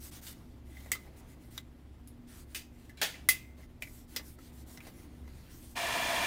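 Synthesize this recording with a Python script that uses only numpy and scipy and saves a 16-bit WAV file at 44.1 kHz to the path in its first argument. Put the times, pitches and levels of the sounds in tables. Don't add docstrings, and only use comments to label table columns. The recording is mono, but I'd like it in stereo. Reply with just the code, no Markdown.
import sys
import numpy as np
from scipy import signal
from scipy.fft import rfft, irfft, next_fast_len
from scipy.io import wavfile
from scipy.ndimage import uniform_filter1d, map_coordinates

SR = 44100
rng = np.random.default_rng(int(sys.argv[2]) if len(sys.argv) > 2 else 0)


def pcm_store(signal):
    levels = np.round(np.clip(np.atleast_2d(signal), -1, 1) * 32767)
    wavfile.write(sys.argv[1], SR, levels.astype(np.int16).T)


N = 276066
GUN_START_S = 5.752

# start t/s, end t/s, hiss level/dB, scrape offset/dB, ring offset/dB
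STROKES = [(0, 0.105, -46.5, -8.5, -24), (0.109, 0.208, -48, -4.5, -26), (0.211, 0.338, -46, -11, -25),
           (0.3, 0.586, -79.5, 1, -5), (0.651, 0.95, -58.5, -2, -3.5), (0.967, 1.089, -63, 0, 0),
           (1.16, 1.216, -58.5, -5, -14), (1.272, 1.354, -61.5, -4, -5), (1.395, 1.503, -63, -4, -8),
           (1.501, 1.618, -54.5, -5.5, -11), (2.269, 2.45, -54.5, -1, -19), (2.472, 2.578, -63, -2, -12),
           (2.724, 2.93, -66, 0.5, -8), (3.33, 3.571, -70, -10.5, 6), (3.566, 3.665, -64.5, 4, -7),
           (3.803, 4.057, -55.5, -8.5, -17), (4.076, 4.217, -55, -4, -22), (4.212, 4.364, -55, -7, -28),
           (4.381, 4.515, -59, -0.5, -8), (4.519, 4.644, -57.5, -7.5, -23), (4.661, 4.8, -54, -8, -15),
           (4.802, 4.928, -59, -1.5, -10), (4.924, 5.082, -60, -10, -7), (5.265, 5.564, -64, 4, -19),
           (5.497, 5.763, -55, -9.5, -36)]
# t/s, level/dB
EFFORT = [(0.0, -70.5), (0.37, -64), (0.59, -69), (0.73, -71.5), (0.93, -65), (1.1, -65.5), (1.73, -69),
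          (2.86, -69), (3.2, -65.5), (3.61, -70), (4.72, -66.5), (4.89, -64), (5.5, -67.5), (5.74, -68)]
# f/Hz, level/dB
FIBRES = [(1000, -29), (3000, -7), (5500, -1), (9000, 1.5), (12000, 0), (14500, 0.5), (16000, -0.5)]
SCRAPE = [(600, -21), (1400, -1), (2400, -5), (3400, -5), (4800, -8), (7000, -16.5), (12000, -25)]
FOLDS = [(200, -18), (400, 0), (700, 3.5), (1200, -2), (2500, -9), (6000, -19.5)]
# f/Hz, level/dB, t60/s
HANDGUARD_MODES = [(2032, 1, 0.1), (2090, -37, 0.76), (1880, -8, 0.06), (2060, -18, .07),
                   (2064, -9.5, 0.12), (2260, -7, 0.038), (2580, -18, .07), (3660, -22, 0.079),
                   (5000, -25, 0.055), (7500, -23.5, .04)]
# f/Hz, correlation
NEAR_ALIKE = [(60, 0.79), (130, 0.8), (290, 0.34), (640, -0.27), (1410, -0.55), (3100, -0.063),
              (6820, -0.018), (15000, -0.01)]
# f/Hz, level/dB
HANDLING = [(60, -17), (150, 2), (300, -2.5), (500, -10), (900, -14.5), (2000, -40.5)]
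ROOM_TONE = [(12, -27.5), (22, -4.5), (28, -2.5), (40, -4), (60, -5), (120, -5), (187, -22), (250, -9),
             (340, -10.5), (434, -25.5), (1300, -28), (4400, -42), (8900, -55), (16000, -64)]
# f/Hz, level/dB
HUM = [(118.4, -66.5), (240.3, -64.5)]
# t/s, level/dB, hardness (0 is medium), rattle and knock t60/s,
# loose part's resonance f/Hz, its height/dB, ring offset/dB, knock offset/dB
CONTACTS = [(0.267, -42.5, 0.3, 0.25, 3630, 3.7, -12, -25), (0.769, -56.5, -0.53, 0.058, 2000, 11, 14, 1),
            (0.803, -55, -0.049, 0.061, 2800, 3, -15, -3), (0.86, -50.5, -0.74, 0.073, 1930, 27, -7, -1.5),
            (0.9171, -22.5, 0.71, 0.093, 2100, 19, 0.5, -24.5),
            (0.951, -40.5, 0.11, 0.099, 1250, 24, -6, -10),
            (1.5777, -31.5, -0.059, 0.04, 3830, 15, -10.5, -27),
            (2.074, -50.5, 0.71, 0.12, 10360, 18, -24, -16),
            (2.547, -34, 0.16, 0.23, 2620, 4.5, -21, -28.5), (2.558, -39, 0.83, 0.13, 8900, 18, -25, -19.5),
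            (2.894, -51.5, 0.29, 0.1, 1750, 24.5, 0.5, -15), (2.972, -52, -0.23, 0.75, 4070, 9, -20, -13),
            (3.015, -24.5, -0.11, 0.27, 3700, 7.8, -17, -12), (3.028, -27, 0.2, 0.092, 1860, 9.6, -20, -9),
            (3.14, -50, -0.57, 0.38, 2350, 4, 6, -8.5), (3.288, -14, 0.86, 0.12, 10570, 9, 2.5, -29),
            (3.3039, -34.5, 0.31, 0.3, 2510, 15, -7, -31), (3.632, -67.5, -0.4, 0.04, 2070, 9.5, 12.5, -11),
            (3.822, -32.5, 0.35, 0.085, 2310, 25, -2.5, -16), (3.872, -48, -0.5, 0.045, 2260, 28, 1, -18),
            (4.162, -28, 0.28, 0.093, 4980, 9.2, -7.5, -20), (4.195, -48.5, -1, 0.095, 1250, 6, -5, -0.5),
            (4.387, -52.5, -1.3, 0.034, 1310, 31, -13, 3), (4.773, -46.5, -0.2, 0.051, 5970, 12, 1, -7),
            (4.804, -43, -0.7, 0.045, 2430, 17.5, -9, -11), (4.868, -53.5, -0.18, 0.1, 5950, 18, 5, 6.5),
            (5.277, -57, -1, 0.04, 1205, 10, 0, 3)]
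# f/Hz, level/dB
CRACK = [(500, -22), (1200, 5.5), (2500, 2), (4000, -15), (6000, 1.5), (10000, 6.5), (12500, 10),
         (14500, -9), (16000, -17)]
RATTLE = [(800, -14), (1600, -1), (2700, 1.5), (3700, -0.5), (6000, -3.5), (9000, -8), (12000, -12),
          (14500, -6), (16000, -10.5)]
KNOCK = [(150, -28), (350, -3), (600, 3), (1250, -6.5), (1850, -8), (3500, -18.5)]
# f/Hz, t60/s
ROOM_DECAY = [(300, .3), (2500, 0.16), (7000, 0.14), (15000, 0.073)]
# f/Hz, level/dB
AIRFLOW = [(18, -45), (30, -14), (59, -11), (148, -20), (230, -12.5), (432, -17), (691, -5.5), (787, -12.5),
           (996, -8), (1510, -14.5), (1770, -4.5), (2020, -10), (2360, -13.5), (5310, -17.5), (15500, -26)]
# f/Hz, width/Hz, level/dB
BARREL = [(686, 26, 8.5), (904, 63, -2), (988, 72, -0.5), (974, 42, -3), (1744, 33, 0), (1725, 38, -4),
          (1890, 67, -15), (2380, 120, -1), (2804, 88, -3.5), (3240, 53, -3.5), (3460, 65, -5),
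          (4020, 86, -11.5), (6600, 180, -15.5), (8800, 250, -14.5), (14880, 300, -20.5)]
# f/Hz, correlation
GUN_ALIKE = [(60, 0.63), (130, 0.9), (290, 0.69), (640, 0.19), (1410, 0.26), (3100, 0.31), (6820, -0.017),
             (15000, -0.26)]


def amp(db):
    return 10 ** (np.asarray(db) / 20)


def unit(x):
    return x / np.sqrt(np.mean(x ** 2) + 1e-20)


def along(points, hz):
    f, v = np.transpose(points)
    return np.interp(np.log(hz + 1), np.log(f + 1), v)


def curve(points):
    return np.interp(np.arange(N) / SR, *np.transpose(points))


def wobble(rate):
    return map_coordinates(rng.standard_normal(int(N * rate / SR) + 4), [np.arange(N) * rate / SR])


def filtered(x, response):
    size = next_fast_len(N + SR // 2)
    return irfft(rfft(x, size) * response(np.fft.rfftfreq(size, 1 / SR)), size)[..., :N]


def colour(points):
    return lambda hz: amp(along(points, hz))


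def resonances(peaks):
    return lambda f: np.sqrt(sum(amp(2 * db) / (1 + (2 * (f - hz) / width) ** 2)
                                 for hz, width, db in peaks))


def rush(response, alike=NEAR_ALIKE):
    def spread(hz):
        turn = np.arccos(np.clip(along(alike, hz), -1, 1)) / 2
        return response(hz) * np.array([np.cos(turn), np.sin(turn)])
    mid, side = filtered(rng.standard_normal((2, N)), spread)
    return unit(np.array([mid + side, mid - side]))


def patchy_noise(spectrum, depth_db=2.5):
    bins = signal.stft(rush(colour(spectrum)), nperseg=512)[2]
    patches = uniform_filter1d(rng.standard_normal(bins.shape[1:]), size=8, axis=0)
    patches = uniform_filter1d(patches, size=12, axis=1)
    return unit(signal.istft(bins * amp(depth_db * unit(patches)), nperseg=512)[1][:, :N])


def fade(t, t60):
    return np.exp(-np.log(1000) * t / t60)


def add(track, start, sound):
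    part = track[..., round(start * SR):][..., :sound.shape[-1]]
    part += sound[..., :part.shape[-1]]


def cloth(arch=0.53, effort_contrast=1.6, held_width_hz=70):
    effort_db = curve(EFFORT)
    effort = amp(effort_db.mean() + effort_contrast * (effort_db - effort_db.mean()))
    sliding, pressing, singing = np.zeros((3, N))
    for start, end, db, scrape_db, ring_db in STROKES:
        speed = np.abs(np.sin(np.linspace(0, np.pi, round((end - start) * SR)))) ** arch
        add(sliding, start, amp(db) * speed)
        add(pressing, start, amp(db + scrape_db) * speed)
        add(singing, start, amp(db + ring_db) * speed)
    brushing = amp(-6.5) * effort
    hiss = np.hypot(sliding, brushing) * patchy_noise(FIBRES)
    scrape = np.hypot(amp(-2) * pressing, brushing) * patchy_noise(SCRAPE)
    catches = unit(amp(0.5 * wobble(350) + 0.96 * wobble(35)))
    folding = np.hypot(amp(2) * effort, amp(-9) * pressing)
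    ringing = np.hypot(amp(-9) * effort, singing)
    rustle = folding * unit(amp(2 * wobble(40))) * patchy_noise(FOLDS)
    held = resonances([(hz, held_width_hz, db) for hz, db, _ in HANDGUARD_MODES])
    ring = ringing * unit(amp(2.2 * wobble(45))) * rush(held)
    return catches * (hiss + scrape) + rustle + ring


def handling(above_effort_db=8):
    return amp(curve(EFFORT) + above_effort_db) * rush(colour(HANDLING))


def workshop(room_tone_db=-54.5, deep_hz=68.2, deep_db=-56.5, drift_rad=0.4):
    def tone(hz):
        return np.sqrt(2) * np.sin(2 * np.pi * hz * np.arange(N) / SR + drift_rad * wobble(7.6))
    upper_hum = sum(amp(db + 2.7 * wobble(6)) * tone(hz) for hz, db in HUM)
    deep_hum = amp(deep_db + 3.5 * wobble(8)) * tone(deep_hz)
    return amp(room_tone_db) * rush(colour(ROOM_TONE)) + upper_hum + deep_hum


def contacts(rise_s=0.00046, crack_t60=0.011, hard_crack_db=10.5, hard_db_per_octave=7.5):
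    t = np.arange(SR // 2) / SR
    f = np.fft.rfftfreq(len(t), 1 / SR)
    octaves = np.log2(np.maximum(f, 1500) / 4000)

    def burst(gain, t60):
        spectrum = rfft(rng.standard_normal((2, len(t)))) * gain
        return fade(t, t60) * unit(irfft(spectrum, len(t)))

    cracks, bodies, rings = np.zeros((3, 2, N))
    for start, db, hardness, t60, part_hz, part_db, ring_db, knock_db in CONTACTS:
        blow = amp(db) * (1 - np.exp(-t / rise_s))
        ragged = amp(3 * map_coordinates(rng.standard_normal(200), [f / 160], order=1))
        hollow = 1 + (amp(part_db) - 1) / (1 + ((f / part_hz - 1) * 2 / 0.087) ** 2)
        crack = amp(hard_crack_db * hardness) * burst(colour(CRACK)(f) * ragged, crack_t60)[0]
        tilt = amp(hard_db_per_octave * hardness * octaves)
        rattle = amp(1) * burst(colour(RATTLE)(f) * hollow * tilt * ragged, t60)
        knock = amp(knock_db + 2) * burst(colour(KNOCK)(f) * ragged, t60)
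        add(cracks, start, blow * crack)
        add(bodies, start, blow * (rattle + knock))
        add(rings, start, blow * amp(ring_db + 3) * handguard_ring(t))
    chatter = unit(amp(0.5 * wobble(600)))
    buzz = unit(amp(wobble(260)))
    return at_microphone(cracks, lead_ms=0.029) + at_microphone(buzz * rings, 0.19) + chatter * bodies


def handguard_ring(t, scatter_db=1.6):
    ring = np.zeros(len(t))
    for hz, db, t60 in HANDGUARD_MODES:
        envelope = amp(db + rng.normal(0, scatter_db)) * fade(t, t60)
        ring += envelope * np.sin(2 * np.pi * (hz * t + rng.random()))
    return ring


def at_microphone(x, lead_ms):
    shift_s = np.array([[0.5], [-0.5]]) * lead_ms / 1000
    return filtered(x, lambda hz: np.exp(2j * np.pi * hz * shift_s))


def walls(x, level_db=-17, build_s=0.0058):
    hz, t, bins = signal.stft(rng.standard_normal((2, SR // 2)), SR, nperseg=256)
    decay = amp(-60 * t / along(ROOM_DECAY, hz)[:, None])
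    tail = signal.istft(bins * decay, SR, nperseg=256)[1]
    tail *= np.clip(np.arange(tail.shape[1]) / SR / build_s, 0, 1)
    return amp(level_db) * signal.fftconvolve(x, tail / np.linalg.norm(tail[0]), axes=1)[:, :N]


def heat_gun(start_db=-32, swell_db_per_s=5, onset_s=0.021, low_cut_hz=400):
    running_s = np.arange(N) / SR - GUN_START_S
    envelope = np.clip(running_s / onset_s, 0, 1) * amp(start_db + swell_db_per_s * running_s)
    air = rush(colour(AIRFLOW), GUN_ALIKE)
    barrel = rush(lambda hz: resonances(BARREL)(hz) * hz ** 2 / (hz ** 2 + low_cut_hz ** 2), GUN_ALIKE)
    return envelope * amp(-3) * (air + barrel)


def scene():
    before_gun = np.arange(N) / SR < GUN_START_S
    wiping = before_gun * (cloth() + handling())
    clicks = contacts()
    return wiping + clicks + walls(clicks) + heat_gun() + workshop()


def record(dry, ceiling=0.85, top_hz=15750):
    rounded = dry / (1 + np.abs(dry / ceiling) ** 4) ** (1 / 4)
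    return filtered(rounded, lambda hz: np.clip((top_hz - hz) / 600 + 0.5, 0, 1))


dry = scene()
out = record(dry)
pcm_store(out)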